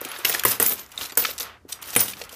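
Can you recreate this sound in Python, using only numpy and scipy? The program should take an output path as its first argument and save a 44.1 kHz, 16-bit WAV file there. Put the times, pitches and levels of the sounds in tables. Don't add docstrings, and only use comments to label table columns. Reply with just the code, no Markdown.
import sys
import numpy as np
from scipy import signal
from scipy.fft import rfft, irfft
from scipy.io import wavfile

SR = 44100
rng = np.random.default_rng(int(sys.argv[2]) if len(sys.argv) > 2 else 0)


def store_wav(level_fs):
    pcm = np.round(np.clip(np.atleast_2d(level_fs), -1, 1) * 32767)
    wavfile.write(sys.argv[1], SR, pcm.T.astype(np.int16))


def magnitude_from_level(level_db):
    exponent = np.asarray(level_db, float) / 20
    return 10 ** exponent


N = 103635

COIN_HZ = [13200, 10300, 11200, 11200, 12250, 15050, 12200, 13480, 12140, 14800, 12350, 13500, 12000, 12200,
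           14815, 13020, 14820, 13490, 11500, 11500, 12200, 9440, 9440, 13500, 14800, 9440, 14830, 3680,
           12400, 13300, 11900, 7700]
CONTACTS_PER_S = 1000


def read(points, hz):
    f, value = np.transpose(points)
    return np.interp(np.log(hz + 1), np.log(f + 1), value)


def evened(x):
    return x / np.sqrt(np.mean(x ** 2) + 1e-20)


def add(mix, start_s, sound):
    part = mix[round(start_s * SR):][:len(sound)]
    part += sound[:len(part)]


def colour(x, points):
    hz = np.fft.rfftfreq(len(x), 1 / SR)
    return irfft(rfft(x) * magnitude_from_level(read(points, hz)), len(x))


def modes(t, hz, db, t60_s):
    hz, db, t60_s = (np.reshape(v, (-1, 1)) for v in (hz, db, t60_s))
    return (magnitude_from_level(db - 60 * t / t60_s) * np.sin(2 * np.pi * hz * t)).sum(0)


def burst(db, hz, octaves, t60_s):
    t, f = np.arange(2048) / SR, np.fft.rfftfreq(2048, 1 / SR)
    away = np.log2((f + 1) / hz) / octaves
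    skirt_db = -6 * away ** 2 * np.where(away < 0, 1.6, 1)
    noise = evened(irfft(rfft(rng.standard_normal(2048)) * magnitude_from_level(skirt_db)))
    return noise * magnitude_from_level(db - 60 * t / t60_s) * np.minimum(t / 0.0006, 1)


def sparse(per_s):
    spread_db = 3
    size = magnitude_from_level(spread_db * np.minimum(rng.exponential(1, N), 2.5)) * rng.choice([-1., 1.], N)
    return evened(size * (rng.random(N) < per_s / SR))


def clumps(per_s):
    return np.interp(np.arange(N) / SR * per_s, np.arange(N // 50), rng.standard_normal(N // 50))


def landing(start_s, tick_db, clack_db, clack_hz):
    chatter_s, clack_t60_s = 0.0025, 0.016
    clack_db = clack_db + 2.5
    delay_s = -chatter_s * np.log(rng.random(12))
    rebound = 1.14 * (2 * rng.random(12) - 1) ** 3
    hits = np.zeros(1000)
    np.add.at(hits, np.minimum(delay_s * SR, 999).astype(int), rebound)
    hits[0] = 1
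    coin = burst(tick_db - 5.5, 10900, octaves=1, t60_s=0.0084)
    heap = burst(clack_db, clack_hz, octaves=1, t60_s=clack_t60_s)
    ping = modes(np.arange(2048) / SR, clack_hz, clack_db - 15, 1.4 * clack_t60_s)
    return start_s, np.convolve(coin + heap + ping, hits / np.linalg.norm(hits))


def tick(start_s, db, hz):
    return start_s, burst(db, hz, octaves=0.64, t60_s=0.0069)


def ring(start_s, db, free_s, hz):
    ring_t60_s, catch_t60_s, attack_s = 0.25, 0.02, 0.00078
    twin_ratio, twin_db = 1.011, -11
    waver, flutter_db = 0.002, 3.5
    db = db - 8
    t = np.arange(0, free_s + 0.05, 1 / SR)
    pitch_swing, level_swing = [np.interp(t, np.arange(80) * 0.003, row) for row in rng.standard_normal((2, 80))]
    warped_t = np.cumsum(1 + waver * pitch_swing) / SR
    tone = modes(warped_t, [hz, hz * twin_ratio], [db, db + twin_db], ring_t60_s)
    caught = magnitude_from_level(-60 * np.maximum(t - free_s, 0) / catch_t60_s)
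    return start_s, tone * magnitude_from_level(flutter_db * level_swing) * np.minimum(t / attack_s, 1) * caught


def thud(start_s, db, centre_hz):
    # mode_hz, level_db, t60_s
    boards = [(119, -2.5, 0.28), (203.8, -11, 0.35), (280, 2.5, 0.032), (387.7, 2.5, 0.037),
              (480, 2.5, 0.049), (722, 12, 0.015), (940, -3, 0.023), (1460, -17.5, 0.048)]
    hz, mode_db, t60_s = np.transpose(boards)
    away_db = 0.3 * db * abs(np.log2(hz / centre_hz))
    t = np.arange(0, 0.4, 1 / SR)
    sound = modes(t, hz * rng.uniform(0.97, 1.02, len(hz)), db + mode_db + away_db, t60_s)
    add(sound, 0, burst(db + 5.5, centre_hz, octaves=0.79, t60_s=0.036))
    return start_s, sound * (1 - np.exp(-t * centre_hz * 2))


def rattle():
    spill_s = [0, .248, .345, .451, .599, .76, .86, .976, 1.012, 1.173, 1.25, 1.397, 1.68, 1.813, 1.88,
               1.962, 2.04, 2.16, 2.3]
    # level_db, hold_s
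    spills = [(-47, 0.23), (-30.5, 0.096), (-42, 0.034), (-26.5, 0.066), (-31, 0.11), (-43, 0.042),
              (-54.5, .09), (-42, 0.027), (-31.5, 0.019), (-30, 0.052), (-35, 0.056), (-33.5, 0.0043),
              (-43.5, 0.025), (-43, 0.079), (-39, 0.077), (-27.5, 0.052), (-38, 0.056), (-44, 0.042),
              (-45, 0.042)]
    # freq_hz, level_db
    grit_spectrum = [(80, -26), (250, 2.5), (1300, 5.5), (3700, 5), (6000, 5), (10500, -1), (13000, -3),
                     (15500, -1.5)]
    settle_t60_s, jingle_t60_s, jingles_per_s, jingle_db = 0.17, 0.015, 1500, -2

    power, t = np.zeros(N), np.arange(0, 0.6, 1 / SR)
    for start_s, (db, hold_s) in zip(spill_s, spills):
        rise_s = 0.0015 * magnitude_from_level(-db - 23)
        fall_db = -60 * np.maximum(t - rise_s - hold_s, 0) / settle_t60_s
        add(power, start_s, np.minimum(t / rise_s, 1) ** 2 * magnitude_from_level(2 * (db + fall_db)))
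    level = np.sqrt(power) * magnitude_from_level(3 * clumps(120))

    scuffs = np.zeros(N)
    for _ in range(8):
        contact = rng.standard_normal(120) * magnitude_from_level(-np.arange(120) / 4)
        scuffs += np.convolve(sparse(CONTACTS_PER_S / 8), contact)[:N]
    raw = scuffs / 10 + 0.5 * sparse(CONTACTS_PER_S) + 0.79 * rng.standard_normal(N)
    grit = evened(colour(raw, grit_spectrum))

    jingle = np.zeros(N)
    for hz in COIN_HZ:
        coin = modes(t[:2000], hz * rng.uniform(0.98, 1.04), 0, jingle_t60_s)
        jingle += signal.oaconvolve(level * sparse(jingles_per_s / len(COIN_HZ)), coin)[:N]
    jingle /= np.sqrt(len(COIN_HZ) * jingle_t60_s * SR / 28)
    return level * grit + magnitude_from_level(jingle_db) * jingle


def scrape():
    # time_s, level_db
    stir = [(0, -41.5), (.4, -40.5), (.8, -49), (.9, -57), (1.03, -43.5), (1.15, -51), (1.3, -56),
            (1.45, -41), (1.549, -50), (1.65, -74.5), (1.721, -53.5), (1.8, -51), (1.95, -47.5),
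            (2.35, -53)]
    friction = (rng.standard_normal(N) + 0.19 * sparse(CONTACTS_PER_S)) * magnitude_from_level(3 * clumps(70))
    hz, t, z = signal.stft(friction, SR, nperseg=256)
    hz = hz[:, None]
    db = np.interp(t, *np.transpose(stir))
    edge_hz = 1720 * 2 ** ((db + 79) / 32)
    heap_resonance = 1 + 0.68 * np.exp(-((hz - 1300) / 240) ** 2)
    shape = np.minimum(hz / 900, 1) / (1 + (hz / edge_hz) ** 4) * heap_resonance
    return signal.istft(z * shape / np.sqrt((shape ** 2).mean(0)) * magnitude_from_level(db), SR, nperseg=256)[1][:N]


def room(x):
    # freq_hz, t60_s
    decay = [(100, 0.55), (500, 0.4), (2000, 0.18), (6000, 0.25), (15000, 0.18)]
    taps = np.zeros(SR // 2)
    at = np.arange(200, len(taps) - 20, 20)
    taps[at + rng.integers(0, 20, len(at))] = rng.choice([-1., 1.], len(at))
    hz, t, z = signal.stft(taps, SR, nperseg=256)
    tail = signal.istft(z * magnitude_from_level(-60 * t / read(decay, hz)[:, None]), SR, nperseg=256)[1]
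    return signal.fftconvolve(x, tail / np.linalg.norm(tail))[:N]


def hush():
    # freq_hz, level_db
    hush_spectrum = [(25, -8), (70, 3.5), (130, -9.5), (400, -15), (1500, -35.5), (5000, -34), (15000, -43)]
    swelling = rng.standard_normal(N) * magnitude_from_level(4.6 * clumps(9.71))
    return magnitude_from_level(-54) * evened(colour(swelling, hush_spectrum))


def scene():
    # start_s, tick_db, clack_db, clack_hz
    first_landings = [(0.0135, -16, -29.5, 1460), (0.0485, -10.5, -25, 1860), (0.1161, -14.5, -24, 2280),
                      (0.161, -49, -24, 1730), (0.1878, -15.5, -57, 2620), (0.248, 2, -11, 2600),
                      (0.2951, -1, -17.5, 1710), (0.3255, -26, -20.5, 2260), (0.347, -15, -16, 2240),
                      (0.3945, -6.5, -16, 3460), (0.4358, -6, -18, 1540), (0.4507, 7.5, -7, 1230),
                      (0.4814, 1.5, -23, 1450), (0.51, -3.5, -44, 2950), (0.599, -2.5, -15, 1310),
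                      (0.6225, -2, -20, 1150), (0.6618, 3, -23.5, 2120), (0.6938, -4, -44, 2810),
                      (0.7216, -10, -31.5, 1170), (0.7932, -24.5, -31, 4500), (0.9175, -28, -35.5, 3500),
                      (0.976, -34, -25.5, 3430)]
    second_landings = [(1.0107, -36, -17.5, 2220), (1.0514, -26, -23.5, 4030), (1.0962, -29, -27, 2770),
                       (1.1212, -23, -31, 3020), (1.1727, 6.5, -16.5, 1327), (1.2205, -17, -25, 3640),
                       (1.249, -31, -11, 2320), (1.2905, -27, -26, 2650), (1.3058, -33, -45, 2520),
                       (1.3797, -15, -25, 3780), (1.3982, -10, -65, 3860), (1.725, -13, -19.5, 4090),
                       (1.93, -32, -28.5, 3030), (1.9509, -6, -22, 2470), (1.9623, 10, -6.5, 1595),
                       (2.005, 4, -26, 4600), (2.0811, -12, -25, 3570), (2.134, -32, -28.5, 2630),
                       (2.2153, -31, -25.5, 2530), (2.2375, -23.5, -32.5, 3770), (2.292, -22.5, -35, 3400)]
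    # start_s, level_db, centre_hz
    ticks = [(0.0874, -27, 8900), (0.2905, -17, 8250), (0.5997, -0.5, 9300), (0.627, 4, 12800),
             (.631, -7, 12700), (.6635, -12, 6440), (0.672, -12, 11000), (.7345, -17, 10000),
             (0.7403, -20, 10000), (0.8035, -38, 11100), (0.863, -36, 5900), (.8924, -44, 6860),
             (0.958, -32, 8900), (0.988, -25, 13100), (0.9977, -33, 3580), (1.0206, -22, 3350),
             (1.024, -27, 11500), (1.033, -22, 3740), (1.042, -28, 8500), (1.055, -36, 4000),
             (1.0695, -34, 6000), (1.1764, -3, 6530), (1.2, -11, 13020), (1.154, -27.5, 6000),
             (.977, -30, 3600), (1.254, -13, 2560), (.252, -10, 9000), (.516, -6, 13100),
             (1.905, -19.5, 6900), (1.914, -37, 9000), (1.24, -14, 2480), (1.268, -17, 5000),
             (1.276, -28, 5000), (1.284, -26, 3020), (1.312, -23.5, 3060), (1.406, -15, 3800),
             (1.422, -18.5, 7700), (1.4301, -20, 4950), (1.5293, -51, 3420), (1.69, -35.5, 3200),
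             (1.722, -22, 7100), (1.73, -37, 5050), (1.791, -37, 1400), (1.8158, -33, 8850),
             (1.831, -34, 1300), (1.84, -25.5, 3020), (1.993, -8, 5960), (2.037, -19, 8500),
             (2.169, -31, 5000), (2.1929, -31, 5000), (2.3283, -29, 4970)]
    # start_s, level_db, free_s
    rings = [(.008, -22.5, 0.006), (.088, -34, 0.15), (.088, -31, 0.034), (.165, -37, .05),
             (.25, -11.5, 0.033), (.285, -16, 0.04), (.288, -28.5, 0.027), (.451, -6, 0.011),
             (.602, -12, 0.062), (.661, -9, 0.034), (.667, -10, 0.08), (.722, -12.5, 0.013),
             (.798, -25.5, 0.025), (1.122, -33, 0.062), (1.174, -8, 0.057), (1.185, -12, 0.061),
             (1.235, -45, 0.11), (1.305, -23, 0.011), (1.428, -22, 0.0059), (1.757, -38, .005),
             (1.06, -34, .04), (1.963, -10, 0.058), (2.038, -27, 0.078), (2.0, -14, 0.049),
             (2.005, -12, 0.029), (2.083, -27, 0.035), (2.083, -25, 0.021), (.9765, -16, .002),
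             (.465, -17, .03), (.49, -13.5, .03), (.51, -17, .02), (1.38, -19, .002)]
    # start_s, thud_db, centre_hz
    thuds = [(0.016, -36.5, 405), (0.052, -37, 300), (0.1881, -39.5, 415), (0.248, -29.5, 398),
             (0.2968, -31.5, 352), (.348, -33, 500), (.4505, -18, 413), (.599, -21.5, 385),
             (.622, -27.5, 397), (.662, -33.5, 302), (.722, -32.5, 310), (1.122, -43.5, 480),
             (1.173, -26.5, 417), (1.225, -37, 480), (1.287, -38, 480), (1.409, -40.5, 480),
             (1.65, -44, 296), (1.962, -18, 380), (2.214, -36.5, 490), (2.329, -43, 480)]

    coins = rattle() + scrape()
    voices = [(landing, first_landings), (landing, second_landings), (tick, ticks),
              (ring, np.c_[rings, COIN_HZ]), (thud, thuds)]
    for voice, events in voices:
        for event in events:
            add(coins, *voice(*event))
    return (coins + magnitude_from_level(-13) * room(coins) + hush())[None]


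def top_cut(x):
    return signal.sosfilt(signal.butter(12, 16640, fs=SR, output="sos"), x)


def record(dry):
    bass_cut_hz, ceiling, edge_hz = 85, 0.72, 15400
    thin = signal.sosfilt(signal.butter(2, bass_cut_hz, "high", fs=SR, output="sos"), dry)
    overloaded = np.tanh(thin / ceiling) * ceiling
    low_pass = signal.firwin(401, edge_hz, window=("kaiser", 4), fs=SR)
    return top_cut(signal.oaconvolve(overloaded, low_pass[None], "same"))


dry = scene()
out = record(dry)
store_wav(out)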